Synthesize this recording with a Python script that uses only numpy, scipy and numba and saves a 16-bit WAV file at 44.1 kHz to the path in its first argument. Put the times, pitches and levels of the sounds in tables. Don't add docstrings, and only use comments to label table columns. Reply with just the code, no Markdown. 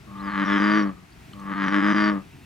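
import sys
import numpy as np
from scipy import signal
from scipy.fft import rfft, irfft
from scipy.io import wavfile
from scipy.ndimage import uniform_filter1d
from numba import njit

SR = 44100
rng = np.random.default_rng(int(sys.argv[2]) if len(sys.argv) > 2 else 0)


def digitize_waveform(pressure):
    field = np.atleast_2d(pressure).T
    bounded = np.clip(field, -1, 1)
    quanta = np.round(bounded * 32767).astype(np.int16)
    wavfile.write(sys.argv[1], SR, quanta)


def natural_amplitude(level_db):
    exponent = np.asarray(level_db, float) / 20
    return 10 ** exponent


N = 108045

# frequency in Hz, relative spectral density in dB per Hz.
AIR_SPECTRUM = [(15, -60), (25, -24), (59, -4), (91, -9), (126, -4.5), (260, -15), (305, -14.5),
                (378, -16.5), (582, -30), (631, -21.5), (1080, -25.5), (2630, -25.5), (2920, -29.5),
                (4620, -34), (15500, -46.5)]
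# frequency in Hz, shared part of the power from 0 to 1.
AIR_LIKENESS = [(60, 0.95), (130, 1), (290, 1), (640, 0.46), (1410, 0.34), (3100, 0.69), (6820, 0.48),
                (15000, 1)]
# time in seconds, fold cycles per second.
FOLD_RATE = [
    [(0.05, 104.8), (0.1, 98.9), (0.116, 98.8), (0.442, 98.9), (0.478, 100.9), (0.576, 101.0),
     (0.654, 103.4), (0.782, 105.6), (0.882, 97.2), (0.95, 90.0)],
    [(1.32, 100.4), (1.352, 100.4), (1.398, 98.4), (1.588, 98.4), (1.626, 97.3), (1.664, 97.2),
     (1.706, 100.3), (1.796, 99.9), (1.832, 101.3), (2.08, 105.2), (2.14, 100.3), (2.23, 92.0)],
]
# time in seconds, sac hum in dB, slaps in dB.
EFFORT_CURVE = [
    [(0.04, -67, -82), (0.064, -42, -86), (0.07, -41, -61), (0.098, -45.5, -54.5), (0.286, -32, -32.5),
     (0.334, -34, -31), (0.384, -28.5, -29.5), (0.43, -25.5, -26.5), (0.458, -29, -29),
     (0.52, -24.5, -25.5), (0.792, -23, -26.5), (0.856, -26, -36.5), (0.896, -30, -40.5),
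     (0.958, -48.5, -67), (0.97, -44, -58.5)],
    [(1.31, -61, -78.5), (1.32, -42, -80), (1.332, -42, -60), (1.362, -41, -59), (1.388, -44, -50),
     (1.532, -29.5, -31.5), (1.56, -33.5, -33.5), (1.646, -27, -26.5), (1.666, -27.5, -31.5),
     (1.68, -23.5, -23), (1.702, -27.5, -28.5), (1.742, -26, -24.5), (1.778, -23.5, -27), (1.816, -26, -26),
     (1.916, -22, -26), (1.94, -23.5, -26.5), (1.988, -24.5, -26), (2.09, -23, -27), (2.144, -28, -39),
     (2.176, -28.5, -40), (2.212, -40.5, -54), (2.25, -61, -71)],
]
# time in seconds, share of a cycle lost (negative: gained), dip of the hum in dB.
VOICE_CATCHES = [(.313, -.12, -7), (.453, .2, -8), (.591, .1, -6), (1.54, .2, -7), (1.68, .2, -6),
                 (1.708, .05, -4), (1.812, .15, -5), (1.936, .25, -9)]
# multiple of the fold rate, level in dB at full effort, relative to the hum.
SAC_OVERTONES = [(1, -37.5), (2, 2.5), (3, 0.5), (4, -16), (5, -20.5), (6, -16.5), (7, -29), (8, -23)]
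# frequency in Hz, dB lost per dB of lower effort (negative: gained).
SOFT_DULLING = [(200, 0), (300, .4), (420, .4), (500, 0), (600, .15), (800, .3), (900, -.1), (1200, -.3),
                (1700, .55), (3500, .55), (6000, .8), (10000, 1.6)]
# place as a share of the cycle, level in dB,
# dB gained per dB of lower effort, slope in dB per octave above 2 kHz.
FOLD_SLAPS = [(0, 0, 0, 0), (.353, -7, .15, -14), (.706, -6, .2, -4)]
# centre in Hz, spread in Hz, rms level in dB at full effort.
HEAD_RESONANCES = [(913, 92, -11.5), (1182, 65, -5.5), (1667, 302, 1), (2390, 330, -14), (3050, 146, -19),
                   (3547, 352, -19), (4840, 300, -31.5), (5830, 800, -32.5), (7240, 1300, -40),
                   (10000, 1300, -44)]
# start in seconds, end in seconds,
# first frequency in Hz, last frequency in Hz, rms level in dB before the fades.
WHISTLE_GLIDES = [(0.169, 0.218, 3200, 4300, -57.5), (0.222, 0.31, 5170, 4260, -60),
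                  (.29, 0.467, 4300, 3990, -56.5), (.38, 0.543, 5020, 4530, -61.5),
                  (0.442, 0.61, 5680, 4920, -51.5), (0.602, 0.826, 4880, 4560, -44.5),
                  (0.845, 0.897, 4570, 4270, -63), (.47, 0.594, 3540, 3070, -43),
                  (0.563, .7, 6000, 5650, -59), (0.72, 0.846, 5880, 5550, -52),
                  (1.499, 1.69, 4350, 4100, -60), (1.59, 1.766, 4840, 4650, -58),
                  (1.636, 1.813, 6050, 4900, -56), (1.826, 1.949, 4980, 4880, -48.5),
                  (1.956, 2.104, 4837, 4550, -42.5), (1.856, 2.138, 6050, 5360, -55)]
# start in seconds, level in dB, ring in Hz, 60 dB decay time in seconds.
WATER_TICKS = [(1.104, -51, 9418, 0.013), (1.123, -46, 4540, 0.016), (1.131, -50, 4870, 0.0156),
               (1.316, -52, 7400, .015), (1.333, -32.5, 3050, 0.012), (1.335, -36, 1240, 0.0165),
               (1.334, -42.5, 4200, .015), (1.336, -51, 8236, .012), (1.352, -52, 3050, .015),
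               (1.394, -47, 4260, .015), (1.399, -47, 6100, 0.018), (1.4, -46, 8300, .012),
               (1.4, -55, 10800, 0.011)]
# middle in seconds, peak level in dB.
BIRD_PEEPS = [(2.23, -63), (2.335, -58), (2.44, -57)]
# frequency in Hz, lead of the left port in radians.
PORT_PHASE = [(0, 0), (260, 0.83), (600, 1.39), (3190, 0.38), (3700, 0.62), (4910, 0.34), (5340, 0.53),
              (8350, -0.0), (15400, 0.0)]
# frequency in Hz, left minus right in dB.
PORT_BALANCE = [(60, 5), (110, -1), (200, 3.0), (380, 1.5), (700, 2.0), (1290, 2.5), (2380, 1.5),
                (4400, 1.5), (8120, 1), (15000, -0.5)]

FULL_DB, SILENT_DB = -24, -66


def on_log(table, hz):
    rows = np.array(table, float)
    return np.interp(np.log(np.maximum(hz, 1)), np.log(np.maximum(rows[:, 0], 15)), rows[:, 1])


def joined(tables, t, axis):
    rows = np.vstack(tables)
    return np.interp(t, rows[:, 0], rows[:, axis])


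@njit
def svf(x, hz, width):
    y, b, l = np.empty(len(x)), 0., 0.
    for i in range(len(x)):
        g, k = np.tan(np.pi * hz[i] / SR), width / hz[i]
        v = (b + g * (x[i] - l)) / (1 + g * (g + k))
        b, l, y[i] = 2 * v - b, l + 2 * g * v, k * v
    return y


def unit(x):
    return x / np.sqrt(np.mean(x ** 2))


def walk(rate):
    k = int(SR / rate)
    held = np.repeat(rng.standard_normal(N // k + 1), k)
    return 1.3 * uniform_filter1d(uniform_filter1d(held, k), k)[:N]


def air(hz):
    common_db = -47.5
    alike = np.clip(on_log(AIR_LIKENESS, hz), 0, 1)
    shape = natural_amplitude(on_log(AIR_SPECTRUM, hz))
    common, left, right = (rfft(rng.standard_normal(N) * natural_amplitude(1.5 * walk(6.77))) * shape for _ in range(3))
    gain = natural_amplitude(common_db) / np.sqrt(np.mean(irfft(common, N) ** 2))
    return gain * (np.sqrt(alike) * common + np.sqrt(1 - alike) * np.array([left, right]))


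def sac(cycles, hum_db):
    lag = .18
    waver_db, alternate, breath_db = .7, .08, -21
    soft = np.maximum(FULL_DB - hum_db, 0)
    tone = np.zeros(N)
    for k, db in SAC_OVERTONES:
        level_db = db - on_log(SOFT_DULLING, 100 * k) * soft + waver_db * (k - 1.36) * walk(21.4)
        tone += natural_amplitude(level_db) * np.cos(2 * np.pi * k * (cycles - lag))
    centre = np.full(N, 450.)
    breath = unit(svf(svf(rng.standard_normal(N), centre, 540.0), centre, 600.))
    strong_weak = 1 + alternate * np.cos(np.pi * cycles)
    return natural_amplitude(hum_db) * (tone * strong_weak + natural_amplitude(breath_db) * breath)


def slaps(t, cycles, caught, soft):
    jitter, catch_jitter = .008, 0.0771
    scatter_db, alternate_db = .9, 1.
    turn = np.arange(int(cycles[-1]))
    out = np.zeros((len(FOLD_SLAPS), N + 2))
    for row, (share, db, even, _) in zip(out, FOLD_SLAPS):
        chance = rng.standard_normal((2, len(turn)))
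        when = np.interp(turn + share, cycles, t)
        spread = jitter + catch_jitter * np.interp(when, t, caught)
        at = np.clip(np.interp(turn + share + spread * chance[0], cycles, t) * SR, 0, N)
        slap_db = np.minimum(db + even * np.interp(when, t, soft), 0)
        size = natural_amplitude(slap_db + scatter_db * chance[1] + alternate_db * (-1) ** turn)
        np.add.at(row, at.astype(int), size * (1 - at % 1))
        np.add.at(row, at.astype(int) + 1, size * (at % 1))
    return out[:, :N] / np.sqrt(np.mean(out.sum(axis=0) ** 2))


def burst(spectrum, hz, spread):
    bell = np.exp(-.5 * ((np.fft.rfftfreq(N, 1 / SR) - hz) / spread) ** 2)
    return unit(irfft(spectrum * bell, N))


def head(clicks, rasp, soft):
    rasp_db, rasp_slope = -14, 8
    out, slap_slope = 0, np.array(FOLD_SLAPS)[:, 3]
    for hz, spread, db in HEAD_RESONANCES:
        octaves = max(np.log2(hz / 2000), 0)
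        drive = natural_amplitude(slap_slope * octaves) @ clicks + natural_amplitude(rasp_db + rasp_slope * octaves) * rasp
        out = out + natural_amplitude(db - on_log(SOFT_DULLING, hz) * soft) * burst(drive, hz, spread)
    return out


def whistles(t, cycles):
    fade = .6
    out = np.zeros(N)
    cycle_gain = natural_amplitude(2 * rng.standard_normal(400))
    throb = np.exp(-(cycles % 1) / fade) * cycle_gain[cycles.astype(int)]
    for t0, t1, hz0, hz1, db in WHISTLE_GLIDES:
        s = slice(int(t0 * SR), int(t1 * SR))
        u = (t[s] - t0) / (t1 - t0)
        hz = hz0 + (hz1 - hz0) * u
        noise = rng.standard_normal(N)[s] * throb[s]
        tone = svf(svf(noise, hz, 110.0), hz, 990.0)
        out[s] += natural_amplitude(db) * unit(tone) * np.clip(np.sin(np.pi * u), 0, 1) ** 0.19
    return out


def frog(t):
    catch_s, falter_db = 0.0209, -3
    cycles = np.cumsum(joined(FOLD_RATE, t, axis=1) * (1 + 0.0037 * walk(25))) / SR
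    cycles = cycles - sum(lost * np.clip((t - at) / catch_s + .5, 0, 1) for at, lost, _ in VOICE_CATCHES)
    caught = sum(np.exp(-((t - at - .01) / 0.0207) ** 2) for at, _, _ in VOICE_CATCHES)
    dip_db = sum(db * np.exp(-((t - at) / 0.0092) ** 2) for at, _, db in VOICE_CATCHES)
    hum_db, slap_db = joined(EFFORT_CURVE, t, axis=1), joined(EFFORT_CURVE, t, axis=2)
    soft = np.maximum(FULL_DB - slap_db, 0)
    rasp = rng.standard_normal(N) * np.exp(-(3 * cycles % 1) / .5)
    rings = head(rfft(slaps(t, cycles, caught, soft)), rfft(rasp), soft)
    voiced = np.clip((slap_db - SILENT_DB) / 10, 0, 1)
    hum = natural_amplitude(dip_db) * sac(cycles, hum_db)
    ringing = natural_amplitude(slap_db + falter_db * caught) * rings
    return voiced * (hum + ringing) + whistles(t, cycles)


def water_ticks(t):
    out = np.zeros(N)
    for at, db, hz, t60 in WATER_TICKS:
        u = np.maximum(t - at, 0)
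        out += natural_amplitude(db) * (1 - np.exp(-u / 0.0005)) * np.sin(2 * np.pi * hz * u) * 1000. ** (-u / t60)
    return out


def far_bird(t):
    length_s, top_hz, drop_hz = .065, 2700, 500
    out = np.zeros(N)
    for at, db in BIRD_PEEPS:
        u = np.clip((t - at) / length_s * 2, -1, 1)
        phase = 2 * np.pi * np.cumsum(top_hz - drop_hz * u ** 2) / SR
        out += natural_amplitude(db) * (1 - u ** 2) * np.sin(phase)
    return out


def bank_echo(near, t):
    echo_db, t60_s = -18, .35
    tails = rng.standard_normal((2, SR // 2)) * 1000. ** (-t[:SR // 2] / t60_s)
    echo = np.array([signal.fftconvolve(near, h / np.sqrt(np.sum(h ** 2)))[:N] for h in tails])
    return natural_amplitude(echo_db) * echo


def scene():
    t, hz = np.arange(N) / SR, np.fft.rfftfreq(N, 1 / SR)
    near = frog(t) + water_ticks(t) + far_bird(t)
    lead = on_log(PORT_PHASE, hz)
    port = natural_amplitude(on_log(PORT_BALANCE, hz) / 2) * np.exp(.5j * lead)
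    both = rfft(near) / np.cos(lead / 2) + rfft(bank_echo(near, t)) + air(hz)
    return irfft(both * np.array([port, 1 / port]), N)


def band_limit(x):
    return signal.sosfilt(signal.butter(12, 15850, fs=SR, output="sos"), x)


def record(dry):
    return band_limit(dry)


dry = scene()
out = record(dry)
digitize_waveform(out)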